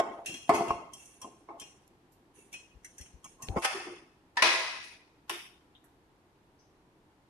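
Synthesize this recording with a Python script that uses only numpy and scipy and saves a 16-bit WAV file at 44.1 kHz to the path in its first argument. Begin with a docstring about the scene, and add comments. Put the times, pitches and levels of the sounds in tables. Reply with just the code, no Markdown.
"""In a tiled kitchen a steel bowl is twisted onto the base of a stand mixer: ringing modes under a noisy contact.
A wire whisk clinks and slides on its wall, as bright modes and strokes of hiss; the rubbed rim squeaks.
The mixer's head is released, swings down on a groaning hinge, clanks home and latches.
The room answers the blows with blurred, decaying noise; the air murmurs underneath.
The camera's noise suppressor pulls the faint tails down."""
import sys
import numpy as np
from scipy import signal
from scipy.fft import rfft, irfft, next_fast_len
from scipy.io import wavfile
from scipy.ndimage import uniform_filter1d, map_coordinates

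SR = 44100
rng = np.random.default_rng(int(sys.argv[2]) if len(sys.argv) > 2 else 0)


def master(y):
    """Save y as 16-bit WAV."""
    cut = np.clip(np.atleast_2d(y).T, -1, 1)
    pcm = np.round(cut * 32767)  # scale
    wavfile.write(sys.argv[1], SR, pcm.astype(np.int16))


N = 321489
T = np.arange(SR) / SR  # the life of one blow, s

# bowl knocks on its seat: (t/s, level/dB, chatter/s, brightness/dB per octave, room/dB, leading mode f/Hz,
# factor on the ring time: below 1 choked, above 1 ringing longer)
KNOCKS = [(0.0, -24.5, 0.0012, 0.5, -7, 686, 0.49), (.184, -46, 0.0064, -2.5, -4, 781, 0.58),
          (0.4929, -19, 0.0031, 0, -5.5, 690, 1.06), (.521, -36, 0.004, 1.5, -5, 425, 1.5),
          (.537, -33.5, 0.015, 3.5, 1.5, 280, 1.4), (.581, -37.5, 0.0026, -4, -3, 768, 1),
          (.605, -32.5, 0.0091, -3.5, -10, 759, 0.61), (0.705, -27.5, 0.0048, -1.5, -14, 1078, 0.44),
          (1.243, -43.5, 0.0028, -4.5, -3, 1048, 0.89), (1.271, -52, 0.0035, -6, -3, 690, .8),
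          (1.487, -44, 0.0091, -1.5, 4.5, 1090, 0.29), (1.503, -48, 0.0018, 0, -5.5, 835, 1.2),
          (3.402, -52, 0.0022, -2.5, -1, 1081, 1.2), (3.56, -34.5, 0.0099, -2, -21, 506, 0.43),
          (3.566, -30.5, 0.011, 0, -23, 198.3, 0.44), (3.581, -38, .006, 1.5, -20, 445, 0.2)]
# whisk wires hit the bowl: (t/s, level/dB, brightness/dB per octave, leading mode f/Hz)
CLINKS = [(.259, -37.5, 1, 2732), (.296, -47.5, -5, 3160), (0.34, -44.5, -1.5, 3270),
          (.543, -41.5, -2, 2575), (0.548, -43.5, 9.5, 6450), (.681, -42.5, -5.5, 2760),
          (0.934, -48, 5, 3190), (1.055, -56.5, 6, 6270), (1.216, -49, 2.5, 5640), (1.226, -52, -4.5, 3220),
          (1.598, -47, 3, 3150), (1.615, -47.5, -3.5, 5590), (2.528, -49.5, 2, 2280),
          (2.537, -44, -3, 2530), (2.846, -50, 3, 6020), (2.981, -50.5, 4.5, 6080),
          (3.011, -51.5, 1.5, 5600), (3.06, -57, -4.5, 6280), (3.243, -50, 2.5, 6530),
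          (3.258, -54.5, -7, 2290), (3.422, -45, 3.5, 6266), (3.43, -49.5, -9, 1850),
          (3.726, -49, -4.5, 4500)]
# wires slide along the bowl: (t/s, level/dB, length/s)
SLIDES = [(0.11, -63.5, 0.084), (0.301, -56, 0.095), (0.957, -54.5, .2), (2.335, -56.5, 0.13),
          (3.0, -60.5, .07), (3.261, -59, 0.066), (3.582, -49.5, 0.05), (4.82, -54.5, 0.1)]
# the rubbed rim sings briefly: (t/s, level/dB, f/Hz, length/s)
SQUEAKS = [(0.276, -43.5, 330.5, 0.097), (0.344, -48.5, 336, 0.07), (1.211, -47.5, 1036, 0.034),
           (1.894, -55, 346, 0.096), (2.375, -51, 401, 0.034), (2.428, -51.5, 321, 0.058),
           (3.233, -49, 1078, 0.044), (3.38, -51, 1075, 0.11), (3.476, -42, 779, 0.11)]
# the head clanks on catch, buffer, stop and latch, which rebounds: (t/s, level/dB, chatter/s,
# brightness/dB per octave, room/dB, leading mode f/Hz, its level/dB, all modes level/dB, room t60/s)
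CLANKS = [(3.646, -27, 0.011, 0.44, -2.5, 782, -6.5, -7, 0.97),
          (4.3697, -27, 0.0055, 0, 0, 953, -0.5, 1.5, 0.37),
          (4.4219, -19, 0.005, 2, 4, 1057, -4.5, -4, 0.94), (5.295, -34, 0.004, 1, 0, 1051, -12, -6, 0.73),
          (5.309, -48, .003, -1, -2.5, 344, -7, -6, 0.49)]
# the hinge sticks and groans as the head swings: (t/s, level/dB, length/s, f/Hz)
GROANS = [(3.743, -38.5, 0.04, 393.5), (3.791, -44.5, 0.082, 356.2), (3.865, -39, 0.059, 358.5),
          (3.928, -44, 0.043, 350.5), (3.977, -48.5, 0.087, 330)]
# ticks and soft scrapes of the fittings: (t/s, level/dB, centre f/Hz, half width/octaves, t60/s)
FITTINGS = [(1.878, -48.5, 6790, 1, 0.0146), (2.12, -61, 7623, 0.85, 0.25),
            (2.846, -51.5, 1710, 0.25, 0.12), (2.98, -57, 1770, .2, 0.23),
            (3.061, -54.5, 1600, 0.58, 0.036), (3.486, -27.5, 1895, 0.77, 0.0073),
            (5.751, -55, 3157, 0.2, 0.087), (5.84, -60.5, 1149, .5, 0.25), (5.841, -59.5, 8300, 0.62, 0.11),
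            (6.59, -66.5, 5250, 0.18, 0.69)]
# the mixer thumps on the counter: (t/s, level/dB, f/Hz)
THUMPS = [(0.536, -43.5, 79), (0.703, -36, 76.25), (2.741, -46, 54), (2.997, -42.5, 69), (3.137, -40.5, 55),
          (3.485, -27, 57), (3.559, -37, 79.6), (4.424, -46.5, 58.24)]

# ringing modes of each part: (f/Hz, level/dB, t60/s)
BOWL_MODES = [(343, -5.5, 0.64), (420.7, -4, 0.36), (681, 1.5, 0.26), (776, -1.5, 0.2), (897, -5.5, 0.45),
              (1040, -13, 0.21), (1070, 1, 0.34), (1143, -5, 0.24), (1245, -11.5, 0.33),
              (1490, -13.5, 0.15), (2040, -17, 0.16), (2185, -10, 0.21), (2460, -24, .4), (2730, -29, 0.55)]
WHISK_MODES = [(1664, -8.5, 0.15), (2300, -13.5, 0.11), (2530, 1, 0.36), (2786, 1.5, 0.4), (3193, -6.5, 1),
               (4190, -5.5, 0.21), (5010, -8, 0.35), (5540, -6, 0.7), (5690, -6, 0.39), (6370, -10.5, 0.65),
               (6660, -14.5, 0.37), (7300, -9.5, 0.5), (8630, -4.5, 0.31), (9300, -8.5, 0.61),
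               (10500, -9.5, .25)]
CATCH_MODES = [(766, -3.5, 0.12), (1106, -6, .2), (1278, -1.5, 0.22), (1803, -2, 0.5), (2124, -4, 0.51),
               (2590, -2.5, 0.6), (3451, -6.5, 0.37), (5160, -6, 0.19)]
BUFFER_MODES = [(983, -3.5, 0.081), (1770, 7.5, 0.21), (1912, 6, 0.2), (2660, -7.5, 0.085),
                (4320, -12, 0.2), (4876, -13, 0.12)]
HEAD_MODES = [(346, -8.5, 0.5), (427, -10, 0.49), (652, -2, 0.52), (970, -3.5, .6), (1050, -5, 0.7),
              (1667, -5.5, 0.72), (1940, -3, .55), (2000, -2, 0.8), (2030, -5, 0.52), (2471, 1, 0.54),
              (2545, -2, .7), (2896, -10.5, .55), (3635, -11.5, .5), (3950, -6.5, 0.54)]
LATCH_MODES = [(344, 1, 0.36), (406.3, -2.5, 0.29), (852.3, -11, .25), (1040, -8, 0.56), (1112, -5.5, 0.6),
               (1390, -8.5, 0.31), (1800, -7, 0.4), (2020, -10.5, 0.17), (2570, -8, 0.4), (2940, -7, 0.29),
               (3639, -7, .4)]

# the crowd of quickly dying modes of each part: (f/Hz, level/dB per Hz)
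BOWL_BODY = [(40, -48), (150, -16), (350, -3), (530, -10), (690, -7), (880, -7), (1100, -8.5),
             (1450, -18.5), (1750, -26.5), (2150, -19), (2450, -28), (2800, -29.5), (3400, -36.5),
             (3900, -43.5), (4600, -38.5), (9000, -44), (13000, -54)]
WHISK_BODY = [(300, -7), (1400, -9.5), (2100, -4.5), (2700, -5), (3300, -1), (3800, -11.5), (5250, -12.5),
              (5700, -2), (7900, -6.5), (10000, -7), (13000, -16.5)]
CATCH_BODY = [(60, -33), (200, -20.5), (500, -4), (850, 2), (1450, 1.5), (2700, 0.5), (3500, -5),
              (3850, -14), (4500, -6.5), (5500, -6), (8000, -15.5), (8900, -7), (10400, -11),
              (13000, -26.5)]
HEAD_BODY = [(60, -36), (180, -23), (260, -5), (500, -1), (1000, 2.5), (1500, -0.5), (2300, 3), (3000, -3),
             (5500, -5.5), (7500, -20.5), (10300, -16.5), (13000, -37.5)]
LATCH_BODY = [(60, -39.5), (200, -30), (340, -4.5), (520, -12), (750, -3.5), (1050, -3.5), (1400, -5.5),
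              (3000, -4), (3700, -9), (4150, -16), (5400, -9.5), (7000, -19.5), (9500, -13.5), (13000, -18)]

# colours of the hinge's rasp and of the room's air: (f/Hz, level/dB per Hz)
HINGE_RASP = [(100, -27), (270, -12), (350, 2), (420, -1), (520, -13), (1200, -12.5), (4000, -87)]
AIR = [(15, -29.5), (25, -3.5), (97, -2), (130, -0.5), (237, -5), (257, -1), (316, 1), (593, -11),
       (878, -7.5), (975, -8.5), (1270, -14), (4220, -24.5), (5340, -28), (6940, -30), (13000, -33.5)]
# colours of the sliding wires' hiss and the counter's thud: (f/Hz, level/dB per Hz)
SLIDE_HISS = [(500, -10.0), (2800, 1.0), (4300, -15.0), (6300, -4.5),
              (8000, -6.5), (10000, -5.0), (13000, -14.0)]
COUNTER_THUD = [(30, -11.5), (60, 5.0), (130, -11), (220, -14.5), (500, -17.5), (2000, -56.5)]
# colour of the rim's rasp: (f over the squeak's f, level/dB per Hz)
RIM_RASP = [(1 / 3, -14), (0.32, -8), (1, 0), (1.4, -9), (3, -26), (9, -50)]
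# colour of a fitting's burst, its points out of pitch order: (half widths from the centre, level/dB per Hz)
FITTING_BAND = [(-1.0, -16.0), (-4.85, -5.5), (1.57, 3.5), (-0.86, -16), (5.0, -28.5), (3.5, -50.0)]

# left-right likeness of the air, then of everything else: (f/Hz, likeness)
AIR_ALIKE = [(60, 0.88), (150, 0.94), (350, 0.92), (700, 0.83), (1200, 0.016), (2200, 0)]
ALIKE = [(50, 0.88), (150, 0.95), (350, 0.97), (700, 0.7), (1200, 0.19), (2200, 0)]
# balance of the two microphone ports: (f/Hz, left minus right/dB)
PORTS = [(700, 0.5), (2100, -0.5), (3000, 3), (4400, 7.5), (6300, 6), (7200, -11.5), (8200, -14.5),
         (10000, -13), (12600, -7)]

SING_DB, SMEAR_DB_PER_S = 8.5, 898.5  # a clean knock lets one mode sing; chatter smears it
CHATTER_DAMPS_DB_PER_S = 245.5  # parts that keep touching stop the bowl's ring
WIRE_CHATTER_S, WIRE_ROOM_DB = 0.0029, -3.5  # every tap of the wires
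FREE_DB = -40.5  # a tap this hard bounces clear of the wall
WIRE_SING_DB, WIRE_SING_SLOPE = 2, 0.28  # leading mode of such a tap, and dB lost per dB of a softer one
PRESSED_DB, PRESSED_HZ = 8.5, 3700  # loss of a fully pressed wire, mostly below this pitch
WIRE_T60_S = 0.16  # rattle after a free tap; pressed ones die sooner
WIRE_RING_DB, WIRE_RING_PRESSED_DB = -0.5, 5.5  # clear modes of a free tap, and their loss when fully pressed
TWIN_RATIO, TWIN_DB, TWIN_T60_S = 1.003, -24, 0.43  # close twin of the leading mode, when the part is free
MODE_SWAY, MODE_SWAY_PER_S = 0.31, 22  # modes beat: share of the swing, and random turns per second
THICKET_HZ = 2840  # above this pitch the chance upper modes have their full depth
RIM_RASP_DB = -3.5  # friction noise around the singing mode
SCRAPE_START_S, SCRAPE_END_DB, SCRAPE_LENGTH_S = 3.622, -29.5, 0.032  # the whisk's shaft scrapes into its socket before it catches
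SCRAPE_SWELL_DB = 9.5  # growth over that length
GROAN_RASP_DB, GROAN_FLUTTER_DB = -5, 1.5  # noise around the hinge's tone; its uneven grip
FITTING_ROOM_DB, FITTING_ROOM_T60_S = -9, 0.74  # the walls' answer to a fitting
FITTING_SHORT_S = .04  # a burst whose t60 is well below this hardly stirs the room
THUMP_CYCLES = 13  # a bump dies by 60 dB in this many swings
ECHO_CLUMP_DB = 1  # the walls' echoes arrive in uneven bunches
TOP_HZ = 13100  # band limit


def amp(db):
    """Decibels to gain."""
    return 10 ** (np.asarray(db) / 20)


def unit(x):
    """Scaled to rms 1."""
    return x / np.sqrt(np.mean(x ** 2) + 1e-20)


def along(points, hz):
    """Reads a curve of (f/Hz, value) points on a log pitch axis."""
    f, v = np.transpose(points)
    return np.interp(np.log(hz + 1), np.log(f), v)


def filtered(x, response):
    """Shapes x with a gain that is a function of frequency."""
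    n = x.shape[-1]
    m = next_fast_len(n + SR // 10)
    return irfft(rfft(x, m) * response(np.fft.rfftfreq(m, 1 / SR)), m)[..., :n]


def noise(spectrum, size, alike=ALIKE):
    """Coloured stereo noise of rms 1; mid and side are weighted to give the left-right likeness."""
    turn = lambda hz: np.arccos(np.clip(along(alike, hz), -1, 1)) / 2
    colour = lambda hz: amp(along(spectrum, hz)) * [np.cos(turn(hz)), np.sin(turn(hz))]
    mid, side = filtered(rng.standard_normal((2, size)), colour)
    return unit(np.array([mid + side, mid - side]))


def flutter(depth_db, shape, smooth):
    """A random wandering gain, smoothed over a number of samples."""
    return amp(depth_db * unit(uniform_filter1d(rng.standard_normal(shape), size=smooth)))


def fade(t60):
    """Falls by 60 dB in t60 seconds."""
    return np.exp(-np.log(1000) * T / max(t60, .001))


def add(track, s, sound):
    """Mixes a sound into the track from time s."""
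    start = max(round(s * SR), 0)
    track[:, start:start + len(T)] += sound[:, :N - start]


def stroke(t, length, rise, sag_db, release_db):
    """A rub rises, sags while it lasts and lets go; a quick one does all this faster."""
    u = np.maximum(t, 0) / length
    return np.minimum(u / max(rise, .01), 1) * amp(-sag_db * u - release_db * np.maximum(u - 1, 0))


def ring(modes, sway=MODE_SWAY):
    """Modes that waver and beat; the shorter the wave, the more its phase differs between the ports, up to a cap."""
    out = np.zeros((2, len(T)))
    for hz, db, t60 in modes:
        t = T[T < t60 + .05]
        phase = rng.uniform(0, 2 * np.pi) + np.array([[-1], [1]]) * min(hz / 2800, np.pi / 4)
        steps, knots = rng.standard_normal(size=500), rng.standard_normal(size=64)
        # the phase drifts as a random walk
        walk = np.interp(t * len(steps), np.arange(len(steps)), np.cumsum(steps))
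        waver = walk * np.sqrt(hz / len(steps)) * 0.04
        turns = t * MODE_SWAY_PER_S
        beat = 1 + sway * np.minimum(turns, 1) * np.interp(turns, np.arange(len(knots)), knots)
        tone = np.sin(2 * np.pi * hz * t + phase + waver)
        out[:, :len(t)] += amp(db + rng.normal(0, 0.88)) * fade(t60)[:len(t)] * beat * tone
    return out


def thicket(depth_db):
    """Gain of the countless upper modes that one contact happens to excite, as a function of frequency."""
    knots = np.clip(rng.standard_normal(SR // 100), -2, 1)
    depth = lambda hz: depth_db * np.clip(hz / THICKET_HZ, 0, 1)
    return lambda hz: amp(depth(hz) * map_coordinates(knots, [hz / 80], mode="nearest"))


def blow(modes, body, chatter, bright_db, room_db, lead_hz, lead_db, ring_db, body_t60, lead_t60, buzz_db,
         thicket_db, room_t60, free=1):
    """One contact excites a noisy crowd, clear modes, a leading mode and the room; rms 1 over the first 35 ms."""
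    chatter = max(chatter, 1 / SR)
    upper = thicket(thicket_db)
    colour = lambda: filtered(noise(body, len(T)), upper)
    # the contact swells while the parts touch, then the body dies away
    after = np.roll(fade(body_t60), int(chatter * SR))
    contact = np.where(T < chatter, 0.87 + 0.24 * T / chatter, after)
    buzz = flutter(buzz_db, len(T), 50)
    # a treble crack starts halfway through the chatter and dies twice as fast
    treble = filtered(colour(), lambda hz: hz ** 2 / (hz ** 2 + 4500 ** 2))
    crack = np.roll(fade(body_t60 / 2), int(chatter * SR / 2)) * treble
    # one short bounce combs the crowd, mostly in the treble
    bounce_s = rng.uniform(.0011, .0017)
    comb = lambda hz: 1 + 0.21 * np.clip(hz / 4000, 0, 1) * np.exp(-2j * np.pi * hz * bounce_s)
    crowd = unit(filtered(buzz * (contact * colour() + 0.83 * crack), comb))
    # the clear modes build up during the chatter
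    clear = unit(ring(modes) * np.minimum(T / chatter, 1))
    # the spot that is struck favours one mode
    twin = (lead_hz * TWIN_RATIO, TWIN_DB, TWIN_T60_S * free ** 2)
    lead = unit(ring([(lead_hz, 0, lead_t60), twin]) * (1 - np.exp(-T / (0.000067 + chatter))))
    direct = unit(crowd + amp(ring_db) * clear + amp(lead_db) * lead)
    echo = room(modes + [(lead_hz, lead_db - 0.5, lead_t60)], colour(), ring_db + 0.5, room_t60)
    tilt = lambda hz: amp(bright_db * np.log2(np.clip(hz, 200, 9000) / 1000))
    sound = filtered(direct + amp(room_db) * echo, tilt)
    return sound / np.sqrt(np.mean(sound[:, T < .035] ** 2))


def bowl():
    """The bowl knocks short and hollow; each knock chokes or lengthens the ring of its modes and body."""
    out = np.zeros((2, N))
    for s, db, chatter, bright_db, room_db, lead_hz, free in KNOCKS:
        lead_db = SING_DB - SMEAR_DB_PER_S * chatter
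        ring_db = 0.5 - CHATTER_DAMPS_DB_PER_S * chatter
        modes = [(hz, level, t60 * free) for hz, level, t60 in BOWL_MODES]
        knock = blow(modes, BOWL_BODY, chatter, bright_db, room_db, lead_hz, lead_db, ring_db,
                     body_t60=0.089 * free, lead_t60=0.065 * free, buzz_db=0.0, thicket_db=10.0,
                     room_t60=0.94, free=free)
        add(out, s, amp(db) * knock)
    return out


def whisk():
    """Springy wires chatter on the steel: hard taps ring on, light ones stay pressed, damped and detuned."""
    out = np.zeros((2, N))
    for s, db, bright_db, lead_hz in CLINKS:
        free = np.clip(amp(db - FREE_DB), .35, 1)
        pressed = 1 - free
        muted_db = lambda hz: PRESSED_DB * pressed / (1 + (hz / PRESSED_HZ) ** 4)
        modes = [(hz * (1 + rng.normal(0, 0.03) * pressed), level - muted_db(hz), t60 * free)
                 for hz, level, t60 in WHISK_MODES]
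        lead_db = WIRE_SING_DB + WIRE_SING_SLOPE * (db - FREE_DB)
        ring_db = WIRE_RING_DB - WIRE_RING_PRESSED_DB * pressed
        clink = blow(modes, WHISK_BODY, WIRE_CHATTER_S, bright_db, WIRE_ROOM_DB, lead_hz, lead_db, ring_db,
                     body_t60=WIRE_T60_S * free, lead_t60=0.28 * free, buzz_db=2.0, thicket_db=5,
                     room_t60=0.9, free=free)
        add(out, s, amp(db) * clink)
    return out


def slides():
    """Wires hiss where they slide along the bowl, under an unevenly fluttering grip."""
    grip = unit(flutter(1.3, N, 200))
    hiss = unit(filtered(noise(SLIDE_HISS, N), thicket(depth_db=6.5)))
    t = np.arange(N) / SR
    rubs = sum(amp(db) * stroke(t - s, length, rise=0.2, sag_db=4.2, release_db=6) for s, db, length in SLIDES)
    return rubs * grip * hiss


def rim():
    """Steel sticks and slips, swelling one mode of the bowl for a moment."""
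    out = np.zeros((2, N))
    for s, db, hz, length in SQUEAKS:
        swell = np.sin(np.pi * np.minimum(T / length, 1))
        rasp = noise([(hz * ratio, level) for ratio, level in RIM_RASP], len(T))
        add(out, s, amp(db) * swell * (ring([(hz, 0, 1)], sway=0) + amp(RIM_RASP_DB) * rasp))
    return out


def head():
    """The whisk's shaft scrapes into its socket with swelling noise until it catches; then the heavy head
    clanks on four parts in turn."""
    out = np.zeros((2, N))
    swell = amp(SCRAPE_END_DB + SCRAPE_SWELL_DB * np.minimum(T / SCRAPE_LENGTH_S - 1, 0))
    add(out, SCRAPE_START_S, swell * (T < SCRAPE_LENGTH_S) * noise(CATCH_BODY, len(T)))
    parts = [(CATCH_MODES, CATCH_BODY), (BUFFER_MODES, HEAD_BODY), (HEAD_MODES, HEAD_BODY),
             (LATCH_MODES, LATCH_BODY), (LATCH_MODES, LATCH_BODY)]
    # contact: chatter, brightness, room level, leading mode and its level, level of all modes
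    for (s, db, *contact, room_t60), (modes, body) in zip(CLANKS, parts):
        clank = blow(modes, body, *contact, body_t60=0.054, lead_t60=0.069, buzz_db=1.0,
                     thicket_db=-0.5, room_t60=room_t60)
        add(out, s, amp(db) * clank)
    return out


def hinge():
    """The dry hinge drives one low mode of the housing in fits, with a rasp around it."""
    out = np.zeros((2, N))
    for s, db, length, hz in GROANS:
        grip = unit(flutter(GROAN_FLUTTER_DB, len(T), 500))
        groan = grip * ring([(hz, 0, 2)], sway=0) + amp(GROAN_RASP_DB) * noise(HINGE_RASP, len(T))
        add(out, s, amp(db) * stroke(T, length, rise=0.13, sag_db=3.4, release_db=45) * groan)
    return out


def fittings():
    """Ticks and soft scrapes: bursts of coloured noise, some short, some slowly fading, with a tail of room."""
    out = np.zeros((2, N))
    for s, db, hz, width, t60 in FITTINGS:
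        band = [(hz * 2 ** (k * width), level) for k, level in FITTING_BAND]
        stirred = min(t60 / FITTING_SHORT_S, 1) ** 2
        tail = amp(FITTING_ROOM_DB) * fade(FITTING_ROOM_T60_S) * stirred
        add(out, s, amp(db) * (fade(t60) + tail) * noise(band, len(T)))
    return out


def thumps():
    """Dull bumps through the counter: a low decaying tone with a thud of noise, louder on the left."""
    out = np.zeros((2, N))
    for s, db, hz in THUMPS:
        sway = np.sin(2 * np.pi * hz * T) + 0.72 * noise(COUNTER_THUD, len(T))
        envelope = fade(THUMP_CYCLES / hz) * (1 - np.exp(-T / 0.0024))
        add(out, s, amp(db) * envelope * sway * amp([[2], [-4]]))
    return out


def room(modes, colour, ring_db, t60):
    """The walls return the object's colour, its modes blurred into narrow bands; above 8 kHz the tail fades
    faster."""
    width = lambda hz: 7 + hz / 400
    band = lambda f, hz: 1 / (1 + ((f - hz) / width(hz)) ** 4) / width(hz)
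    peaks = lambda f: np.sqrt(sum(amp(2 * db) * band(f, hz) for hz, db, _ in modes))
    white = noise([(20, 0), (SR / 2, 0)], len(T))
    walls = unit(colour) + amp(ring_db) * unit(filtered(white, peaks))
    low = filtered(walls, lambda hz: 1 / (1 + (hz / 8000) ** 4))
    clumps = flutter(ECHO_CLUMP_DB, (2, len(T)), 250)
    tail = low * fade(t60) + 0.55 * (walls - low) * fade(0.9 * t60)
    return unit(clumps * tail * (1 - np.exp(-T / 0.0067)))


def air():
    """The room's air murmurs as steady coloured noise, much alike left and right in the bass."""
    return amp(-55.0) * noise(AIR, N, AIR_ALIKE)


def scene():
    """Each port colours the mixer in its own way and loses the deepest bass; the air lies below."""
    mixer = bowl() + whisk() + slides() + rim() + head() + hinge() + fittings() + thumps()
    balance = lambda hz: np.sqrt(2 / (1 + amp(np.outer([-2, 2], along(PORTS, hz)))))
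    bass_cut = lambda hz: (1j * hz / (1j * hz + 28)) ** 2
    return filtered(mixer, lambda hz: balance(hz) * bass_cut(hz)) + air()


def record(dry):
    """The suppressor dips what is near the steady noise by up to 10 dB; nothing passes above the band limit."""
    z = signal.stft(dry, nperseg=512)[2]
    power = np.mean(np.abs(z) ** 2, axis=0)
    power = uniform_filter1d(power, size=3, axis=0)  # across pitch
    power = np.abs(uniform_filter1d(power, size=5, axis=1))  # across time
    steady = np.percentile(power, 20, axis=1, keepdims=True) + 1e-20
    gain = amp(-10 / (1 + (power / steady / amp(20.5)) ** 2))
    quieted = signal.istft(z * gain, nperseg=512)[1][:, :N]
    return filtered(quieted, lambda hz: hz < TOP_HZ)


dry = scene()
out = record(dry)
master(out)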